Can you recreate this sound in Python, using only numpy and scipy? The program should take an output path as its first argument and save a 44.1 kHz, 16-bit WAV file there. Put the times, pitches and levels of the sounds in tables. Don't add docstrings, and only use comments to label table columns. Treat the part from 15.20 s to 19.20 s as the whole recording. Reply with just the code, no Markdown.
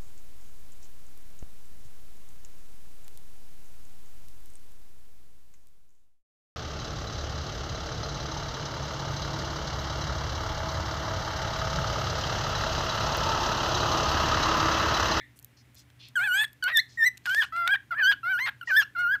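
import sys
import numpy as np
from scipy import signal
from scipy.fft import rfft, irfft
from scipy.io import wavfile
from scipy.ndimage import uniform_filter1d, map_coordinates

SR = 44100
rng = np.random.default_rng(int(sys.argv[2]) if len(sys.argv) > 2 else 0)


def wrap_up_sound(samples):
    columns = np.atleast_2d(samples).T
    tamed = np.clip(columns, -1, 1)
    steps = np.round(tamed * 32767).astype(np.int16)
    wavfile.write(sys.argv[1], SR, steps)


N = 176400

# (time [s], pitch [Hz], base level [dB], base overtones [dB re level])
CALLS = [ (-22.5, -13, 3406, 8.8, [(.956, 1670, -25.5, -23), (.975, 1446, -23, -21), (.997, 1416, -26, -21),
         (1.049, 1736, -26, -24), (1.087, 1478, -26.5, -20), (1.117, 1430, -25.5, -16.5),
         (1.175, 1634, -25, -5.5), (1.219, 1753, -23.5, -15.5), (1.253, 1675, -32, -12)]),
         (-31, 3, 4320, 12, [(1.426, 1561, -27.5, -4), (1.437, 1437, -28, -12), (1.47, 1467, -25, -19.5),
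         (1.491, 1645, -32.5, -14), (1.5, 1870, -29.5, -34), (1.523, 1964, -33, -35),
         (1.555, 1834, -23, -16.5), (1.572, 1798, -23.5, 2.5), (1.585, 1705, -19.5, -9.5),
         (1.602, 2150, -23.5, -10)]), (-30.5, 2, 5480, 20.5, [(1.774, 1898, -34.5, -30),
         (1.81, 1822, -23, -35), (1.838, 1773, -18, -28), (1.858, 2008, -25.5, -15.5),
         (1.87, 2042, -15, -12.5), (1.889, 1905, -28.5, -11)]), (-29, 3, 4500, 8, [(2.056, 1670, -35.5, -4),
         (2.08, 1424, -27, -21), (2.125, 1566, -26.5, -21), (2.155, 1664, -28, -18),
         (2.189, 1857, -21, -24.5), (2.223, 1600, -24, -2.5), (2.251, 1450, -35.5, 7)]),
         (-33, -1, 4800, 2.5, [(2.323, 1304, -36.5, -21.5), (2.377, 1394, -27, -23),
         (2.46, 1364, -27.5, -34), (2.5, 1532, -25.5, -25), (2.529, 1657, -20.5, -18.5),
         (2.541, 1612, -21.5, -17), (2.552, 1500, -28.5, -10), (2.561, 1910, -22.5, -25)]),
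         (-33.5, 6.5, 4880, 6.5, [(2.708, 1463, -32, -24), (2.724, 1382, -28.5, -27),
         (2.74, 1295, -30.5, -34), (2.749, 1565, -40, -14), (2.792, 1829, -26, -61),
         (2.833, 1510, -22, -13.5), (2.847, 1480, -23.5, -1.5), (2.888, 1621, -17.5, -12),
         (2.916, 1650, -20.5, -15), (2.929, 1421, -31.5, 1), (2.941, 1474, -30, -22)]),
         (-31.5, 12.5, 7100, 2.6, [(3.032, 1354, -36.5, -18), (3.057, 1382, -29, -22.5),
         (3.113, 1568, -26, -23), (3.147, 1442, -26, -21.5), (3.173, 1416, -29.5, -16),
         (3.205, 1977, -29.5, -14), (3.235, 2121, -30, -14), (3.26, 2128, -27.5, -22),
         (3.272, 1695, -30.5, -2), (3.297, 1602, -27, -23)]),
         (-25, 12, 2960, 8.9, [(3.413, 1505, -30, -11.5), (3.422, 1384, -47.5, -24),
         (3.435, 1374, -34, -15)]), (-27.5, 12, 5420, 7.3, [(3.474, 1876, -30, -72),
         (3.492, 1895, -31, -74), (3.522, 1508, -21.5, -40), (3.561, 1560, -23, -13.5),
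         (3.569, 1760, -16, -1.5), (3.59, 1760, -14.5, -17), (3.613, 1586, -25.5, 1),
         (3.636, 1370, -35.5, 8)]), (-35, 24, 1400, 33, [(3.751, 1524, -40, -36.5), (3.765, 1366, -31, -21),
         (3.803, 1451, -26, -19.5), (3.868, 1395, -24.5, -23.5), (3.905, 1510, -26.5, -23),
         (3.938, 1677, -22.5, -19.5), (3.954, 1622, -23, -23.5), (3.968, 1274, -44, -19)])]
# (start [s], end [s], cycles [count], side-tone gain [dB])
SPLITS = [(0.993, 1.081, 2, -8.5), (1.142, 1.23, 2, -10.5), (1.446, 1.49, 2, -18), (1.478, 1.524, 3, -7),
          (2.106, 2.143, 2, -19), (2.317, 2.511, 2, -9.5), (2.536, 2.556, 2, -8), (2.716, 2.751, 2, -9.5),
          (2.781, 2.803, 3, -14), (2.808, 2.823, 2, -13.5), (3.048, 3.129, 2, -11), (3.19, 3.256, 2, -8),
          (3.477, 3.49, 2, -9), (3.49, 3.509, 3, -8.5), (3.506, 3.523, 2, -14.5), (3.745, 3.825, 2, -14)]
# (start [s], end [s], rasp [0-1])
RASPS = [(0.991, 1.071, 0.08), (1.167, 1.225, 0.06), (1.235, 1.246, 0.74), (1.483, 1.527, 0.37),
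         (1.487, 1.508, .45), (2.058, 2.075, 0.54), (2.222, 2.251, 0.58), (2.469, 2.492, 0.3),
         (2.546, 2.562, 0.22), (2.728, 2.812, 0.15), (2.914, 2.933, 0.37), (3.191, 3.201, 0.53),
         (3.259, 3.295, 0.82), (3.613, 3.634, 0.45), (3.953, 3.957, 0.6)]
# (frequency [Hz], gain [dB])
THROAT_EQ = [(2600, 2.5), (3400, 5), (4300, -7), (5300, -14.5), (6300, -13.5), (7400, -5), (8600, 1.5),
             (10000, -24.5), (11500, -0.5), (12700, 2.5), (14000, -11), (15500, -17)]
# (frequency [Hz], gain [dB])
SIDE_TONE_EQ = [(550, -13), (750, -16), (1100, -6.5), (2100, -5.5), (2600, -2.5), (3500, -21), (4500, -21),
                (6500, -43)]
# (time [s], peak level [dB], tilt [dB/octave])
CLICKS = [(0.19, -37, 8.5), (0.197, -41, 10), (0.227, -39, 10), (0.2458, -30, 12), (.546, -44, 10),
          (0.552, -41.5, 10), (.702, -46.5, -4), (.886, -42, 8), (1.28, -48, -3), (1.331, -38.5, 7),
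          (1.44, -21, 5.5), (1.572, -14, 9), (1.973, -37.5, -1), (1.977, -32, 1.5), (2.057, -19, -7),
          (2.062, -24.5, -4.5), (2.095, -24, -5.5), (2.136, -38, 1), (2.147, -18.5, -4.5),
          (2.364, -27.5, -6), (2.4767, -11, -6)]
# (frequency [Hz], gain [dB])
BEAK_EQ = [(100, -58), (600, -20), (1500, -2), (2800, 5), (4300, 4), (5600, -0.5), (7500, 1.5), (10000, -8),
           (12800, -0.5), (15500, -16.5)]
# (start [s], length [s], centre [Hz], width [octaves], level [dB])
HISSES = [(0.158, 0.026, 8740, 0.57, -60.5), (0.363, 0.061, 5000, 0.28, -63),
          (0.554, 0.076, 4830, 0.49, -58.5), (0.575, 0.033, 9800, 0.88, -61.5),
          (0.787, .115, 3430, 0.46, -52.5), (1.679, 0.1, 4750, 0.43, -59.5),
          (2.037, 0.238, 4450, 0.61, -50), (3.783, 0.036, 7960, 0.56, -59), (3.133, 0.049, 5470, 0.24, -63),
          (3.451, 0.19, 4860, 0.39, -51.5)]
# (frequency [Hz], gain [dB])
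ROOM_EQ = [(700, 1), (1700, 2.5), (6000, -3)]
# (centre [Hz], width [octaves], level [dB])
OPENING_RING, RING_DECAY_S = [(1990, 0.12, -42), (3700, 0.091, -55.5)], 0.034
# (frequency [Hz], level [dB])
HUM_PARTNERS = [(240, -77), (288, -75.5)]
# (frequency [Hz], gain [dB])
FLOOR_EQ = [(25, -28.5), (70, 6), (150, -1.5), (300, -5), (480, -14.5), (1200, -15.5), (2000, -11.5),
            (3200, -17.5), (4700, -24), (14000, -28)]

ATTACK_S, RELEASE_S, SPLIT_FADE_S, RASP_FADE_S = 0.0044, 0.013, 0.0026, 0.011
VOICE_TRIM_DB, OVERTONE_TRIM_DB, AIR_DB = 0.5, -0.5, -12
MOUTH_WIDTH_HZ, WINDPIPE_HZ = 304, 614
JITTER, SHIMMER_DB, UNSTEADY_HZ = 0.0045, 1.01, 140
FLUTTER_DB, FLUTTER_HZ = 4, 26
SLIP_RAD, SCATTER_DB, WANDER, WANDER_HZ = 0.64, 3, 0.12, 450
RASP_OVERTONES_DB, RASP_TRIM_DB = -13, -2
HUSKINESS = 0.035
TREBLE_DB_PER_DB, USUAL_OVERTONES_DB = 0.34, -20.5
TREBLE_DB_PER_OCTAVE, USUAL_HZ = 13.5, 1646


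def squawks(t):
    rasp = sum(share * gate(t, start, end, RASP_FADE_S, RASP_FADE_S) for start, end, share in RASPS)
    rasp = np.clip(rasp, 0, 1)
    wobble = JITTER * drift(UNSTEADY_HZ) + WANDER * rasp * drift(WANDER_HZ)
    shimmer = undb(VOICE_TRIM_DB + SHIMMER_DB * drift(UNSTEADY_HZ))
    flutter = undb(FLUTTER_DB * np.array([drift(FLUTTER_HZ) for _ in range(11)]))
    air = unit(low_cut(coloured_noise(THROAT_EQ), hz=6500))
    voice = np.zeros(N)
    for call in CALLS:
        course = call[-1]
        on = (t > course[0][0] - ATTACK_S) & (t < course[-1][0] + RELEASE_S)
        voice[on] += syrinx(t[on], call, wobble[on], rasp[on], flutter[:, on], air[on])
    return low_cut(voice * shimmer, WINDPIPE_HZ)


def syrinx(t, call, wobble, rasp, flutter, air):
    treble_db, tilt_db, mouth_hz, mouth_db, course = call
    times, *curves = np.array(course, float).T
    hz, level_db, overtones_db = (uniform_filter1d(np.interp(t, times, curve), size=n, mode="nearest")
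                                  for curve, n in zip(curves, (520, 200, 200)))
    treble_db += TREBLE_DB_PER_DB * (overtones_db - USUAL_OVERTONES_DB)
    treble_db += TREBLE_DB_PER_OCTAVE * np.log2(hz / USUAL_HZ)
    overtones_db += rasp * (RASP_OVERTONES_DB - overtones_db)

    cycles = np.cumsum(hz * (1 + wobble)) / SR
    slip, strength = ((rasp + HUSKINESS) * map_coordinates(per_cycle, [cycles], mode="mirror")
                      for per_cycle in rng.standard_normal((2, 1024)))
    phase = 2 * np.pi * cycles + SLIP_RAD * slip

    harmonic = np.arange(len(flutter))[:, None] + 2
    harmonic_hz = harmonic * hz
    mouth = undb((1 - rasp) * mouth_db / (1 + (2 * (harmonic_hz - mouth_hz) / MOUTH_WIDTH_HZ) ** 2))
    colour, high = throat(harmonic_hz, tilt_db), treble_share(harmonic_hz)
    mids, treble = colour * (1 - high), colour * high
    mid_gain = undb(overtones_db + OVERTONE_TRIM_DB) / np.linalg.norm(mids, axis=0)
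    treble_gain = undb(treble_db) / np.linalg.norm(treble, axis=0)
    weights = (mid_gain * mids + treble_gain * treble) * mouth * flutter

    tone = np.sin(phase) + (weights * np.sin(harmonic * phase)).sum(0)
    tone += undb(treble_db + AIR_DB) * air * (1 + np.sin(phase)) / 2
    tone += side_tones(t, hz, phase, tilt_db, treble_gain)
    gain = np.sqrt(2) * undb(level_db + SCATTER_DB * strength + RASP_TRIM_DB * rasp)
    return tone * gain * gate(t, times[0], times[-1], ATTACK_S, RELEASE_S)


def side_tones(t, hz, phase, tilt_db, treble_gain):
    out = np.zeros(len(t))
    for start, end, cycles, db in SPLITS:
        if t[0] < (start + end) / 2 < t[-1]:
            ratio = np.array([j / cycles for j in range(1, 10 * cycles) if j % cycles])[:, None]
            side_hz = ratio * hz
            high = treble_share(side_hz)
            weights = gain_at(side_hz, SIDE_TONE_EQ) * (1 - high)
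            weights += treble_gain * throat(side_hz, tilt_db) * high
            fade = gate(t, start, end, SPLIT_FADE_S, SPLIT_FADE_S)
            out += undb(db) * fade * (weights * np.sin(ratio * phase)).sum(0)
    return out


def throat(hz, tilt_db):
    tilt = undb(tilt_db * np.log2(np.maximum(hz / 8000, 1)))
    return gain_at(hz, THROAT_EQ) * tilt * (hz < SR / 2)


def beak_clicks(t, decay_s=0.0013):
    size, lead = 1024, 128
    hz = np.fft.rfftfreq(size, 1 / SR)
    out = np.zeros(N + size)
    for when, db, tilt in CLICKS:
        colour = gain_at(hz, [(f, level + tilt * np.log2(f)) for f, level in BEAK_EQ])
        burst = np.roll(rng.standard_normal(size) * np.exp(-t[:size] / decay_s), lead)
        crack = irfft(rfft(burst) * colour)
        at = int(when * SR) - lead
        out[at:at + size] += undb(db) * crack / np.abs(crack).max()
    return out[:N]


def hisses(t, grain_db=1.5):
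    out = np.zeros(N)
    for start, length, hz, octaves, db in HISSES:
        swell = gate(t, start + 0.1 * length, start + 0.9 * length, rise=length / 4, fall=length / 2)
        out += undb(db) * band_noise(hz, octaves) * swell
    return out * undb(grain_db * drift(rate_hz=250))


def room(t, bird, wet_db=-22.5, t60_s=0.22, predelay_s=0.0091):
    age = t[:SR // 2]
    tail = coloured_noise(ROOM_EQ, len(age)) * undb(-60 * age / t60_s) * (age > predelay_s)
    reverb = signal.fftconvolve(bird, tail / np.linalg.norm(tail))[:N]
    ring = sum(undb(db) * band_noise(hz, octaves) for hz, octaves, db in OPENING_RING)
    return undb(wet_db) * reverb + ring * np.exp(-t / RING_DECAY_S)


def mains_hum(t, hum_hz=121.2, hum_db=-62.5, waver_db=2.9):
    hum = np.zeros(N)
    for hz, db in [(hum_hz, hum_db)] + HUM_PARTNERS:
        gain = np.sqrt(2) * undb(db + waver_db * drift(rate_hz=27))
        hum += gain * np.sin(2 * np.pi * hz * t + drift(rate_hz=24) / 4)
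    return hum


def coloured_noise(eq, size=N):
    colour = gain_at(np.fft.rfftfreq(size, 1 / SR), eq)
    return unit(irfft(rfft(rng.standard_normal(size)) * colour, size))


def band_noise(hz, octaves, rib_db=3.5, rib_spacing_hz=852):
    f = np.fft.rfftfreq(N, 1 / SR)
    bell = np.exp(-(np.log2((f + 1) / hz) / octaves) ** 2 / 2)
    ribs = undb(rib_db * np.cos(2 * np.pi * f / rib_spacing_hz))
    return unit(irfft(rfft(rng.standard_normal(N)) * ribs * bell, N))


def drift(rate_hz):
    rolloff = (1 + (np.fft.rfftfreq(N, 1 / SR) / rate_hz) ** 2) ** 2
    return unit(irfft(rfft(rng.standard_normal(N)) / rolloff, N))


def gate(t, start, end, rise, fall):
    ramp = np.minimum((t - start) / rise, (end - t) / fall) + 0.5
    return np.sin(np.pi / 2 * np.clip(ramp, 0, 1)) ** 2


def treble_share(hz):
    return np.clip((hz - 5700) / 1200, 0, 1)


def low_cut(x, hz):
    return signal.sosfilt(signal.butter(4, hz, "high", fs=SR, output="sos"), x)


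def gain_at(hz, eq):
    f, db = np.array(eq, float).T
    return undb(np.interp(np.log(hz + 1e-9), np.log(f), db))


def undb(db):
    return 10 ** (np.asarray(db) / 20)


def unit(x):
    return x / np.sqrt(np.mean(x ** 2))


def scene():
    t = np.arange(N) / SR
    bird = squawks(t) + beak_clicks(t) + hisses(t)
    return (bird + room(t, bird) + mains_hum(t) + undb(-62.5) * coloured_noise(FLOOR_EQ))[None]


def record(dry):
    return signal.sosfilt(signal.ellip(10, 0.2, 80, 15500, fs=SR, output="sos"), dry)


dry = scene()
out = record(dry)
wrap_up_sound(out)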